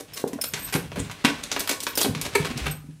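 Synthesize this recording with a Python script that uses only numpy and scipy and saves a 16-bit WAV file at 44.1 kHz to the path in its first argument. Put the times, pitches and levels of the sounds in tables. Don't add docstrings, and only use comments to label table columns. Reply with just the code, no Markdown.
import sys
import numpy as np
from scipy import signal
from scipy.fft import rfft, irfft
from scipy.io import wavfile

SR = 44100
rng = np.random.default_rng(int(sys.argv[2]) if len(sys.argv) > 2 else 0)


def unload_audio(sound):
    columns = np.transpose(np.atleast_2d(sound))
    steps = np.round(np.clip(columns, -1, 1) * 32767)
    wavfile.write(sys.argv[1], SR, steps.astype(np.int16))


N = 132300
T = np.arange(N) / SR
SHORT = T[:SR // 2]
HIT_S = 0.012
TOP_HZ = 15650


def undb(db):
    return 10 ** (np.asarray(db) / 20)


def band(x, lo_hz, hi_hz):
    sos = signal.butter(2, [lo_hz, min(hi_hz, SR / 2 - 100)], "band", fs=SR, output="sos")
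    return signal.sosfilt(sos, x + 1e-18)


def sized(x, db, length_s):
    return x * undb(db) * np.sqrt(length_s * SR / np.sum(x ** 2))


def add(out, start_s, x):
    i = max(int(start_s * SR), 0)
    out[i:i + len(x)] += x[:N - i]


def noise(spectrum):
    hz, db = np.array(spectrum).T
    gain = undb(np.interp(np.log(np.fft.rfftfreq(N, 1 / SR) + 1), np.log(hz), db))
    x = irfft(rfft(rng.standard_normal(N)) * gain, N)
    return x / x.std()


def walk(rate_hz):
    return np.interp(T * rate_hz, np.arange(N), rng.standard_normal(N))


def stroke(length_s, attack_s=0.0012, release_s=0.0068):
    return (1 - np.exp(-SHORT / attack_s)) * np.exp(-np.maximum(SHORT - length_s, 0) / release_s)


def coloured(force, levels_db, length_s):
    # (low [Hz], high [Hz])
    bands = [(190, 554), (750, 2890), (3200, 6950), (7500, 12500)]
    return sum((-1) ** k * sized(band(force, *edges_hz), db, length_s)
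               for k, (edges_hz, db) in enumerate(zip(bands, levels_db)))


def ringing(force, modes, ring_db):
    ring = sum(undb(db - 60 * SHORT / t60_s) * np.cos(2 * np.pi * hz * SHORT) for hz, db, t60_s in modes)
    return force + undb(ring_db) * signal.fftconvolve(force, ring)[:len(force)]


def catches(length_s, rate_per_s, spread_db=1.5, bunch_db=3, sag_db=3):
    size, sign = rng.standard_normal((2, len(SHORT)))
    progress = np.minimum(SHORT / length_s, 1)
    force_db = spread_db * size + bunch_db * walk(237)[:len(SHORT)] - sag_db * progress
    caught = rng.random(len(SHORT)) < rate_per_s / SR
    return caught * np.sign(sign) * undb(force_db) * stroke(length_s)


def scrapes():
    # (time [s], length [s], body [dB], clack [dB], click [dB], edge [dB])
    slides = [(0, 0.013, -36, -49, -43, -42), (0.157, 0.063, -44, -51.5, -44.5, -43.5),
              (0.171, 0.0066, -54, -36.5, -32, -38), (0.275, 0.0097, -61, -51, -42.5, -40),
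              (0.438, 0.0077, -37, -32, -31, -27), (0.554, 0.045, -71, -38, -49, -45),
              (0.674, 0.027, -65, -41.5, -43.5, -49), (.724, 0.038, -37, -29, -35.5, -30.5),
              (0.957, 0.044, -33.5, -39.5, -50, -47.5), (1.241, .005, -29, -32, -37, -44),
              (1.263, 0.043, -37, -31.5, -39, -50), (1.431, 0.011, -77, -42, -31.5, -37.5),
              (1.591, 0.011, -55, -41, -33, -27.5), (1.691, 0.01, -29, -25, -25, -24.5),
              (1.707, 0.026, -31.5, -34.5, -29.5, -34.5), (1.827, 0.012, -42.5, -48, -34.5, -31.5),
              (1.973, 0.013, -25, -32, -26, -23), (2.002, 0.024, -34, -35, -32, -27),
              (2.043, .02, -23, -33, -38, -38), (2.248, 0.02, -35.5, -35.5, -35, -41.5),
              (2.446, 0.025, -34.5, -30.5, -37, -40.5), (2.657, 0.025, -36, -27.5, -43, -39.5)]
    out = np.zeros(N)
    for start_s, length_s, *levels_db in slides:
        add(out, start_s, coloured(catches(length_s, rate_per_s=3400), levels_db, length_s))
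    return out


def gate(force, low_hz=175, shimmer_db=9):
    # (frequency [Hz], level [dB], t60 [s])
    modes = [(409.8, -8.5, 0.19), (986.6, -1, 0.16), (1104, -6.5, 0.32), (1543, -2, 0.14),
             (1960, -1.5, 0.092), (2300, -7, 0.091), (2740, -7, 0.2)]
    # (start [s], end [s])
    stretches = [(0, .4), (1.48, 2.04)]
    contacts = band(force, low_hz, SR / 2)
    loose = sum((T >= start_s) & (T < end_s) for start_s, end_s in stretches)
    shimmer = undb(shimmer_db) * band(loose * contacts, 13500, 15000)
    return ringing(contacts, modes, ring_db=-50.5) + shimmer


def coat(flutter_db=4):
    # (time [s], level [dB])
    envelope = [(0, -58), (.1, -48), (.22, -54), (.4, -55.5), (.6, -43), (.95, -48.5), (1.41, -42),
                (1.5, -41.5), (1.6, -37), (1.8, -50.5), (2.33, -39.5), (2.55, -37), (2.7, -39), (2.8, -61)]
    # (frequency [Hz], density [dB])
    spectrum = [(100, 6.5), (300, 4.5), (900, -4), (2600, -0.5), (5000, -7.5), (9000, -14.5), (15000, -28)]
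    level_db = np.interp(T, *np.array(envelope).T)
    return noise(spectrum) * undb(level_db + flutter_db * (walk(45) + walk(700) / 2))


def rumble():
    # (time [s], level [dB])
    envelope = [(0, -56), (.75, -44.5), (1.05, -35), (1.25, -60), (1.9, -53), (2.7, -40), (3, -55)]
    # (frequency [Hz], density [dB])
    spectrum = [(30, -4), (62, 4.5), (100, 10), (155, 5), (260, -4.5), (600, -36)]
    return noise(spectrum) * undb(np.interp(T, *np.array(envelope).T))


def air(level_db=-65.5):
    # (frequency [Hz], density [dB])
    spectrum = [(150, -22), (700, -20), (11000, -5), (15000, -40)]
    return undb(level_db) * noise(spectrum)


def squeaks(events, partials, wander, hiss_db, rasp_hz=261.8, rasp_depth=0.48, flicker_db=4):
    out = np.zeros(N)
    slip_hz = rasp_hz * (1 + 0.306 * walk(100))
    slips = 1 + rasp_depth * np.sin(2 * np.pi * np.cumsum(slip_hz) / SR)
    tones = []
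    for hz, db in partials:
        gain = undb(db + flicker_db * walk(100))
        pitch_hz = hz * (1 + wander * walk(1800))
        tones.append(gain * np.sin(2 * np.pi * np.cumsum(pitch_hz) / SR))
    hiss = undb(hiss_db) * band(rng.standard_normal(N), 2200, TOP_HZ)
    for start_s, length_s, db, tilt_db in events:
        effort = np.zeros(N)
        add(effort, start_s, undb(db) * stroke(length_s))
        tone = sum(undb(k * tilt_db) * partial for k, partial in enumerate(tones))
        out += effort * slips * (tone / tone.std() + hiss)
    return out


def chirps():
    # (time [s], length [s], level [dB], tilt [dB/partial])
    events = [(.134, 0.014, -37, 4), (.412, 0.009, -22, -3), (1.872, 0.037, -38, 6),
              (1.9525, 0.0052, -26, 1.5)]
    # (frequency [Hz], level [dB])
    partials = [(5250, -0.5), (9400, -4), (14100, -5)]
    return squeaks(events, partials, wander=0.022, hiss_db=-3.5)


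def thuds(rush_db=-6.5, attack_s=0.001, cutoff_ratio=2.6):
    # (time [s], pitch [Hz], level [dB], t60 [s])
    blows = [(0.2398, 400, -18.5, 0.012), (.269, 330, -30.5, 0.014), (.331, 273, -29.5, 0.053),
             (0.355, 245, -33, 0.039), (.387, 638, -33.5, 0.034), (0.533, 142, -34, 0.052),
             (.749, 170, -19, 0.097), (.976, 183, -25, 0.1), (0.996, 102, -25, 0.2),
             (1.2455, 246, -15, 0.033), (1.294, 290, -27, 0.049), (2.059, 269.3, -22.5, 0.088),
             (2.085, 237, -22.5, 0.059), (2.09, 105, -22, 0.19), (2.148, 157.6, -26, 0.17),
             (2.399, 154.4, -21.5, 0.061), (2.501, 251, -28, 0.075), (2.557, 135, -26.5, 0.066),
             (2.607, 63, -24.5, 0.32), (2.653, 150.6, -25, 0.25), (2.839, 153, -39, 0.072),
             (2.886, 160, -34, 0.14)]
    # (frequency [Hz], level [dB], t60 [s])
    modes = [(61.4, -13.5, 0.34), (153.5, -2.5, 0.34), (233.5, 0, 0.15), (299, -9.5, 0.12)]
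    out = np.zeros(N)
    for start_s, hz, db, t60_s in blows:
        rush = band(rng.standard_normal(len(SHORT)), hz / 2, hz * 2)
        swing = np.sin(2 * np.pi * hz * SHORT) + undb(rush_db) * rush / rush.std()
        blow = swing * undb(-60 * SHORT / t60_s) * (1 - np.exp(-SHORT / attack_s))
        add(out, start_s, sized(band(blow, hz / 3, hz * cutoff_ratio), db, HIT_S))
    return ringing(out, modes, ring_db=-57)


def knocks(snap_db=8, crack_s=0.00059, clatter_s=0.0105, clatter_db=-2.5):
    # (time [s], body [dB], clack [dB], click [dB], edge [dB])
    hits = [(.332, -36, -46, -44.5, -43.5), (.537, -38.5, -30, -27.5, -37), (.755, -23, -29, -54, -41),
            (0.918, -36.5, -39, -52, -60), (1.098, -70, -35.5, -61, -58), (1.114, -66, -38.5, -41.5, -44.5),
            (1.2482, -28, -18.5, -22.5, -29), (1.2525, -28.5, -22, -38, -37), (1.516, -42, -31, -23.5, -46),
            (1.526, -39, -40, -33, -40), (1.5636, -32, -24.5, -40, -41), (1.605, -31.5, -36, -28.5, -33),
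            (1.675, -56, -30.5, -36, -32), (1.8041, -62, -48, -32.5, -35.5), (1.867, -35, -25, -29, -41),
            (2.014, -27.5, -32, -22.5, -27), (2.1493, -38, -31.5, -36.5, -46),
            (2.214, -42, -38.5, -31, -29), (2.576, -56, -63, -33.5, -40)]
    out = np.zeros(N)
    envelope = np.exp(-SHORT / crack_s) + undb(clatter_db) * np.exp(-SHORT / clatter_s)
    for start_s, *levels_db in hits:
        force = envelope * rng.standard_normal(len(SHORT)) + undb(snap_db) * (SHORT == 0)
        add(out, start_s, coloured(force, levels_db, HIT_S))
    return out


def squeals():
    # (time [s], length [s], level [dB], tilt [dB/partial])
    events = [(.452, 0.035, -35.5, 10), (.59, 0.06, -37.5, 3), (.645, 0.025, -33.5, -5),
              (.74, .05, -42, 12), (2.711, 0.009, -27.5, 0)]
    # (frequency [Hz], level [dB])
    partials = [(8380, -0.81), (12050, -0.19)]
    return squeaks(events, partials, wander=0.0211, hiss_db=-12)


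def skids(overtone_ratio=2.57, sag_per_s=6, width_hz=1000):
    # (time [s], length [s], pitch [Hz], level [dB], overtone [dB])
    events = [(0.992, .01, 3280, -38, -30), (1.2517, .007, 2700, -16.5, -42), (1.978, .009, 5200, -25, -30),
              (1.987, 0.0047, 3400, -25, -36), (2.025, 0.0077, 4300, -23, -23),
              (2.033, 0.0065, 4680, -27, -31), (2.046, 0.006, 3440, -28, -30)]
    out = np.zeros(N)
    for start_s, length_s, hz, base_db, overtone_db in events:
        force = catches(length_s, rate_per_s=1500)
        turns = np.cumsum(hz * np.exp(-sag_per_s * SHORT)) / SR
        for ratio, db in ((1, base_db), (overtone_ratio, overtone_db)):
            carrier = np.exp(2j * np.pi * ratio * turns)
            lowpass = signal.butter(2, ratio * width_hz / 2, fs=SR)
            ring = carrier * signal.lfilter(*lowpass, force / carrier)
            add(out, start_s, sized(ring.real, db, length_s))
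    return out


def judder(start_s=2.3508, rate_hz=425.7, jitter=0.04, rise_s=0.0042, slip_s=0.0014, variety=0.5):
    # (frequency [Hz], level [dB], t60 [s])
    modes = [(426, 0, .055), (930, -1, .035), (2350, 3, .014)]
    # (body [dB], clack [dB], click [dB], edge [dB])
    levels_db = [-17, -18, -28, -26]
    out = np.zeros(N)
    n = len(SHORT)
    turns = np.cumsum(rate_hz * (1 + jitter * walk(300)[:n])) / SR
    swell = (SHORT / rise_s + 0.14) * np.exp(-SHORT / rise_s)
    slips = np.diff(np.floor(turns), prepend=-1) * swell
    shared, own = rng.standard_normal((2, n))
    fade = np.exp(-SHORT / slip_s)
    alike = signal.fftconvolve(slips, shared * fade)[:n]
    unlike = own * signal.fftconvolve(slips, fade)[:n]
    frame = ringing(alike + variety * unlike, modes, ring_db=-29)
    add(out, start_s, coloured(frame, levels_db, HIT_S))
    return out


def room(x, build_s=0.0064):
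    # (frequency [Hz], t60 [s], level [dB])
    reverb = [(100, 0.43, -11), (350, 0.17, -2.5), (1030, 0.47, -7.5), (2460, 0.22, -3.5),
              (6000, 0.35, -10), (13000, 0.24, -4.5)]
    hz, t60_s, db = np.array(reverb).T
    onset = 1 - np.exp(-(SHORT / build_s) ** 2)
    tail = 0
    for lo_hz in 44 * 2. ** np.arange(9):
        log_centre = np.log(lo_hz * np.sqrt(2))
        fade = undb(-60 * SHORT / np.interp(log_centre, np.log(hz), t60_s))
        octave = band(rng.standard_normal(len(SHORT)), lo_hz, 2 * lo_hz) * fade * onset
        impulse_s = 2 * lo_hz / SR ** 2
        tail = tail + sized(octave, np.interp(log_centre, np.log(hz), db), impulse_s)
    return x + signal.fftconvolve(x, tail)[:N]


def scene(squeak_send=0.69, gain_db=-2.0):
    bars = gate(knocks() + scrapes() + skids() + judder())
    squeaking = chirps() + squeals()
    dog = thuds() + coat() + rumble()
    mix = room(bars + dog + squeak_send * squeaking) + (1 - squeak_send) * squeaking
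    return (undb(gain_db) * mix + air())[None]


def record(dry, low_hz=42):
    thinned = signal.sosfilt(signal.butter(2, low_hz, "high", fs=SR, output="sos"), dry)
    return signal.sosfilt(signal.ellip(8, .2, 70, TOP_HZ, fs=SR, output="sos"), thinned)


dry = scene()
out = record(dry)
unload_audio(out)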